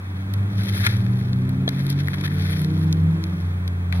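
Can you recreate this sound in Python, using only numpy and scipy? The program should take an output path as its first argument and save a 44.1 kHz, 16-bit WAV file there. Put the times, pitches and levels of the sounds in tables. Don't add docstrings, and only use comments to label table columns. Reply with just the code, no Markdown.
import sys
import numpy as np
from scipy import signal
from scipy.fft import rfft, irfft
from scipy.io import wavfile
from scipy.ndimage import uniform_filter1d

SR = 44100
rng = np.random.default_rng(int(sys.argv[2]) if len(sys.argv) > 2 else 0)


def wav_out(sig):
    wavfile.write(sys.argv[1], SR, np.round(np.clip(np.atleast_2d(sig).T, -1, 1) * 32767).astype(np.int16))


N = 176400
T = np.arange(N) / SR


def gain(db):
    return 10 ** (np.asarray(db) / 20)


def unit(x):
    return x / np.sqrt(np.mean(x ** 2))


def over_time(rows, column=1):
    rows = np.array(rows)
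    return np.interp(T, rows[:, 0], rows[:, column])


def over_hz(rows, column=1):
    rows = np.array(rows)
    hz = np.arange(N // 2 + 1) * SR / N
    return np.interp(np.log(hz + 1), np.log(rows[:, 0]), rows[:, column])


def noise(tone):
    return unit(irfft(rfft(rng.standard_normal(N)) * gain(over_hz(tone)), N))


def wander(per_s):
    hold = int(SR / per_s)
    steps = np.repeat(rng.standard_normal(N // hold + 1), hold)
    return 1.3 * uniform_filter1d(uniform_filter1d(steps, hold), hold)[:N]


def pan(x, left_db):
    return x * gain(np.array([[left_db], [-left_db]]) / 2)


# frequency_hz, lag_radians
MIC_PHASE = [(20, 0), (500, 0), (900, -1.2), (1500, -2.9), (3000, -3.1), (16000, -3.14)]

def microphone(pair):
    turn = np.exp(1j * over_hz(MIC_PHASE) * np.array([[0], [-1]]))
    return irfft(rfft(pair) * turn, N)


# frequency_hz, relative_db
HISS_TONE = [(40, -4.5), (200, 4.5), (500, -3), (900, -0.5), (1600, 1.5), (2400, -3.5), (3400, -8),
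             (4500, -17.5), (6500, -23), (8200, -23), (10200, -14.5), (12000, -20), (14000, -24.5),
             (16000, -24.5)]
# frequency_hz, share
HISS_WIDTH = [(100, 0.24), (500, 0.78), (950, 0.88), (1700, 0.27), (4000, .25), (7500, 0.32),
              (10500, 0.084), (15000, 0.3)]

def outdoor_hiss():
    width = over_hz(HISS_WIDTH)
    shared = rfft(microphone(pan(noise(HISS_TONE), 0)))
    separate = rfft([noise(HISS_TONE), noise(HISS_TONE)])
    hiss = irfft(np.sqrt(1 - width) * shared + np.sqrt(width) * separate, N)
    return hiss * gain(-41 + wander(per_s=5.8))


# frequency_hz, relative_db
RUMBLE_TONE = [(20, -16), (50, -9), (90, -1.5), (180, -1), (240, -9), (330, -9.5), (450, -17.5), (700, -26),
               (1200, -41), (3000, -73.5)]
# time_s, level_db
RUMBLE_LEVEL = [(0, -43.5), (.6, -32.5), (1.7, -33), (2.3, -33), (3, -35), (3.6, -37.5), (4, -39)]

def far_rumble():
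    shared = noise(RUMBLE_TONE)
    separate = gain(-19) * np.array([noise(RUMBLE_TONE), noise(RUMBLE_TONE)])
    return (shared + separate) * gain(over_time(RUMBLE_LEVEL))


PITCH_WAVER_SHARE, LOW_FLUTTER_DB, HIGH_FLUTTER_DB = .005, 2.3, 4

def engine_tone(firing_hz, multiple, flutter_db):
    cycles = multiple * np.cumsum(firing_hz) / SR + rng.random()
    return np.sqrt(2) * np.sin(2 * np.pi * cycles) * gain(flutter_db * wander(per_s=12))


# time_s, pitch_hz
STEADY_PITCH = [(0, 95.85), (1, 96.33), (1.8, 94.58), (2.5, 92.6), (3.1, 90.94), (3.6, 89.8), (4, 88.1)]
# time_s, base_db, octave_db
STEADY_LEVELS = [(0, -40, -45.5), (.4, -33, -35), (.8, -29.5, -28.5), (1.2, -28, -28), (1.7, -33.5, -26.5),
                 (2.05, -29.5, -34), (2.45, -26, -33), (2.8, -25.5, -30.5), (3.1, -21.5, -31),
                 (3.35, -30, -28.5), (3.6, -23.5, -35.5), (3.85, -20.5, -37.5), (4, -22, -27)]
# pitch_multiple, level_db
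STEADY_OVERTONES = [(3, -49.5), (4, -60.5)]

def steady_engine():
    hz = over_time(STEADY_PITCH) * (1 + PITCH_WAVER_SHARE * wander(per_s=9))
    hum = 0
    for multiple in (1, 2):
        level = gain(over_time(STEADY_LEVELS, column=multiple))
        hum += level * engine_tone(hz, multiple, LOW_FLUTTER_DB)
    for multiple, db in STEADY_OVERTONES:
        hum += gain(db) * engine_tone(hz, multiple, HIGH_FLUTTER_DB)
    return hum


# time_s, pitch_hz, level_db
REVS = [(0, 94.04, -32.5), (.18, 96.05, -22), (.55, 102.5, -21.5), (.68, 104.7, -29), (1.05, 115.7, -23.5),
        (1.45, 126.8, -21), (1.75, 135.1, -22), (1.92, 139, -19), (2.05, 142.1, -27), (2.45, 149.4, -28.5),
        (2.7, 155.7, -21.5), (2.97, 160.5, -20), (3.15, 161.3, -24), (3.35, 160.6, -32),
        (3.6, 146.3, -39.5), (4, 137, -38.5)]
# pitch_multiple, relative_db
REV_OVERTONES = [(1.25, -17.5), (1.5, -24.5), (1.75, -20), (2, -15.5), (2.35, -30), (2.7, -36), (3, -28.5)]
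# frequency_hz, boost_db
EXHAUST_PIPE = [(190, -5), (260, -3), (320, 0), (365, -1.5), (410, 5.5), (480, 1)]

def revving_engine():
    hz = over_time(REVS) * (1 + PITCH_WAVER_SHARE * wander(per_s=9))
    pipe_hz, pipe_db = np.array(EXHAUST_PIPE).T
    overtones = 0
    for multiple, db in REV_OVERTONES:
        boost_db = np.interp(multiple * hz, pipe_hz, pipe_db)
        overtones += gain(db + boost_db) * engine_tone(hz, multiple, HIGH_FLUTTER_DB)
    return (engine_tone(hz, 1, LOW_FLUTTER_DB) + overtones) * gain(over_time(REVS, column=2))


# frequency_hz, relative_db
BRUSH_TONE = [(200, -12), (600, -2), (1100, -2.5), (1600, -9), (4000, -12.5), (9000, -54)]

def brushing_stems(start_s=3.925, rise_s=.011, level_db=-39):
    fade_in = np.clip((T - start_s) / rise_s, 0, 1)
    level = fade_in * gain(level_db + 3.5 * wander(per_s=100))
    return level * np.array([noise(BRUSH_TONE), noise(BRUSH_TONE)])


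# pitch_hz, relative_db, decay_ms
KNOCK_NOTES = [(465.5, -4, 2.3), (673, -1.5, 2.6), (1180, -11.5, 1.7), (1760, -2.5, 4.4), (2400, -8, 2.3),
               (3360, 3, 3.8), (4000, -2.5, 3.2)]

def stem_knock(start_s=1.6785):
    age_s = np.maximum(T - start_s, 0)
    ringing = 0
    for hz, db, decay_ms in KNOCK_NOTES:
        ringing += gain(db) * np.sin(2 * np.pi * hz * age_s) * np.exp(-age_s * 1000 / decay_ms)
    return microphone(pan(ringing * gain(-15.5), left_db=3.6))


def leaf_bounce(direct, bounced, share):
    return np.sqrt(1 - share) * microphone(direct) + np.sqrt(share) * bounced


def keep_band(x, hz, width_hz):
    b, a = signal.iirpeak(hz, .64 * hz / width_hz, SR)
    return signal.lfilter(b, a, signal.lfilter(b, a, x))


# start_s, body_db, crack_db, tip_db, decay_ms
SNAPS = [(.337, -38, -33, -33.5, 1.7), (0.8647, -12.5, -18, -23, 1.9), (0.8716, -22, -28, -36, 0.76),
         (1.064, -38, -42, -49, 0.85), (1.211, -36.5, -50, -52, 1.2), (1.331, -44, -35, -54, 0.89),
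         (1.492, -44, -42.5, -38, 1.4), (1.6894, -30, -23.5, -32.5, 1.2), (1.866, -44, -34, -36, 0.97),
         (1.901, -47, -28.5, -28, 1.3), (2.073, -36, -36, -46, 0.57), (2.0835, -24.5, -44, -37, 0.49),
         (2.2106, -38, -36, -42, 1.3), (2.6158, -36.5, -37.5, -33.5, 1.003), (2.645, -38, -33, -40, 1.1),
         (2.9264, -44.5, -24, -35, 0.67), (3.2387, -40, -31.5, -41, 0.76), (3.6773, -41, -33, -38.5, 1.32),
         (3.9245, -24, -32.5, -38, 1.63)]
# centre_hz, width_hz, decay_multiple, left_db
SNAP_BANDS = [(1900, 650, 2.3, 7.5), (3800, 1250, 1.37, 1), (11150, 2400, 1.3, 0)]

def leaf_snaps(rise_ms=.57, samples=2048):
    direct, bounced = np.zeros((2, 2, N + samples))
    age_ms = np.arange(samples) / SR * 1000
    rise = np.minimum(age_ms / rise_ms, 1) ** 2
    for start_s, *levels_db, decay_ms in SNAPS:
        span = slice(int(start_s * SR), int(start_s * SR) + samples)
        for db, (hz, width_hz, decay_multiple, left_db) in zip(levels_db, SNAP_BANDS):
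            shape = rise * np.exp(-age_ms / (decay_ms * decay_multiple))
            bursts = keep_band(shape * rng.standard_normal((3, samples)), hz, width_hz)
            bursts *= gain(db) / np.sqrt(np.sum(bursts ** 2, axis=1, keepdims=True) / (.004 * SR))
            direct[:, span] += pan(bursts[0], left_db)
            bounced[:, span] += pan(bursts[1:], left_db)
    return leaf_bounce(direct[:, :N], bounced[:, :N], share=.26)


def through_leaves(clicks, tone, tail_ms=.83):
    fade = np.exp(-1000 / SR / tail_ms)
    tail = np.sqrt(signal.lfilter([1 - fade], [1, -fade], clicks ** 2 + 1e-18))
    pair = leaf_bounce(pan(clicks, 0), tail * rng.standard_normal((2, N)), share=.17)
    colour = unit(gain(over_hz(tone)))
    sides = gain(over_hz(tone, column=2) * np.array([[1], [-1]]) / 2)
    return irfft(rfft(pair) * colour * sides, N)


def tiny_clicks(chance, spread_db=4):
    size = gain(spread_db * np.minimum(rng.exponential(size=N), 4))
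    sign = np.sign(rng.standard_normal(N))
    happens = rng.random(N) < chance
    return unit(size * sign * happens / np.sqrt(chance))


# time_s, bending_db, crackle_db
BODY_PUSH = [(0, -55, -56.5), (.48, -59.5, -62.5), (.56, -45.5, -44), (.72, -40.5, -41.5),
             (.79, -39.5, -38), (.85, -32, -33.5), (.9, -38, -39), (1.0, -48, -47), (1.1, -56, -55),
             (1.18, -53, -48), (1.3, -55.5, -55), (1.66, -58, -59.5), (1.71, -45, -47), (1.84, -45, -49),
             (1.92, -43, -48), (1.96, -46, -51), (2.2, -49, -49.5), (2.33, -44.5, -46), (2.43, -40.5, -42),
             (2.53, -39, -37.5), (2.68, -54, -50), (2.8, -51.5, -50.5), (3.05, -59, -57),
             (3.4, -61.5, -54.5), (3.6, -64, -69), (3.91, -59, -66), (3.95, -44.5, -44), (4, -54, -50)]
# start_s, length_s, bending_db, crackle_db
SCALE_SCRAPES = [(0.684, .014, -41.5, -33), (0.751, 0.029, -46, -37), (0.836, 0.019, -32, -40.5),
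                 (1.891, 0.039, -51, -39), (1.988, 0.024, -46.5, -42.5), (2.133, 0.014, -33.5, -41.5),
                 (2.183, .008, -43.5, -46.5), (2.208, 0.0083, -38.5, -42.5), (2.238, .029, -32, -37),
                 (2.274, 0.0075, -37.5, -43)]
# frequency_hz, relative_db, left_db
BENDING_TONE = [(394, -23, -11), (920, -18, -4), (1290, -7, 11.5), (1760, -3.5, 14), (2330, -5.5, 11),
                (3580, -10, -13), (5070, -23.5, -12), (8000, -42.5, -14)]
EDGE_TONE = [(1541, -16, 1), (3120, 1, 9), (4040, 0, 4.9), (5660, -4.5, 5.3), (6300, -12.5, 0),
             (7500, -21, -0.5), (10000, -36.5, 0)]
TIP_TONE = [(6030, -32, 1), (8430, -14, -3.5), (9550, -4.5, -4), (10300, 0.5, -5), (12000, -3, 3.5),
            (13200, -6.5, 4.5), (14500, -11, 3), (16000, -21.5, -2)]

def lizard_crackle(own_share=.58):
    unevenness = gain(1.5 * wander(per_s=70))
    power = (unevenness * gain([over_time(BODY_PUSH), over_time(BODY_PUSH, column=2)])) ** 2
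    for start_s, length_s, *levels_db in SCALE_SCRAPES:
        scraping = 1. * ((T > start_s) & (T < start_s + length_s))
        power += np.outer(gain(levels_db) ** 2, uniform_filter1d(scraping, 96))
    push = np.sqrt(power.sum(axis=0))
    clicks_per_s = 1100 * (push / gain(-45)) ** .65
    chance = np.clip(clicks_per_s / SR, 0, 1)
    bending, crackle = np.sqrt(power)
    layers = [(bending, BENDING_TONE, .5, .91), (crackle, EDGE_TONE, -.5, 1.3),
              (crackle, TIP_TONE, -3, 1.9)]
    shared = tiny_clicks(chance)
    sound = 0
    for level, tone, boost_db, flicker_db in layers:
        clicks = np.sqrt(1 - own_share) * shared + np.sqrt(own_share) * tiny_clicks(chance)
        clicks *= level * gain(boost_db + flicker_db * wander(per_s=45))
        sound += through_leaves(clicks, tone)
    return sound


def scene():
    engines = steady_engine() + revving_engine()
    engines_left = np.interp(T - .15 / 1000, T, engines)
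    background = np.array([engines_left, engines]) + far_rumble() + outdoor_hiss()
    return background + lizard_crackle() + leaf_snaps() + stem_knock() + brushing_stems()


# centre_hz, width_hz
CAMERA_NOTCHES = [(2870, 287), (5000, 154)]

def record(dry):
    for hz, width_hz in CAMERA_NOTCHES:
        notch = signal.iirnotch(hz, hz / width_hz, SR)
        dry = signal.lfilter(*notch, signal.lfilter(*notch, dry))
    whine_hz, top_hz = 15734, 16000
    whine = np.sin(2 * np.pi * whine_hz * T) * gain(-76 + wander(per_s=20))
    treble_cut = signal.ellip(10, .2, 80, top_hz, fs=SR, output="sos")
    return signal.sosfilt(treble_cut, np.tanh(dry) + pan(whine, left_db=8))


dry = scene()
out = record(dry)
wav_out(out)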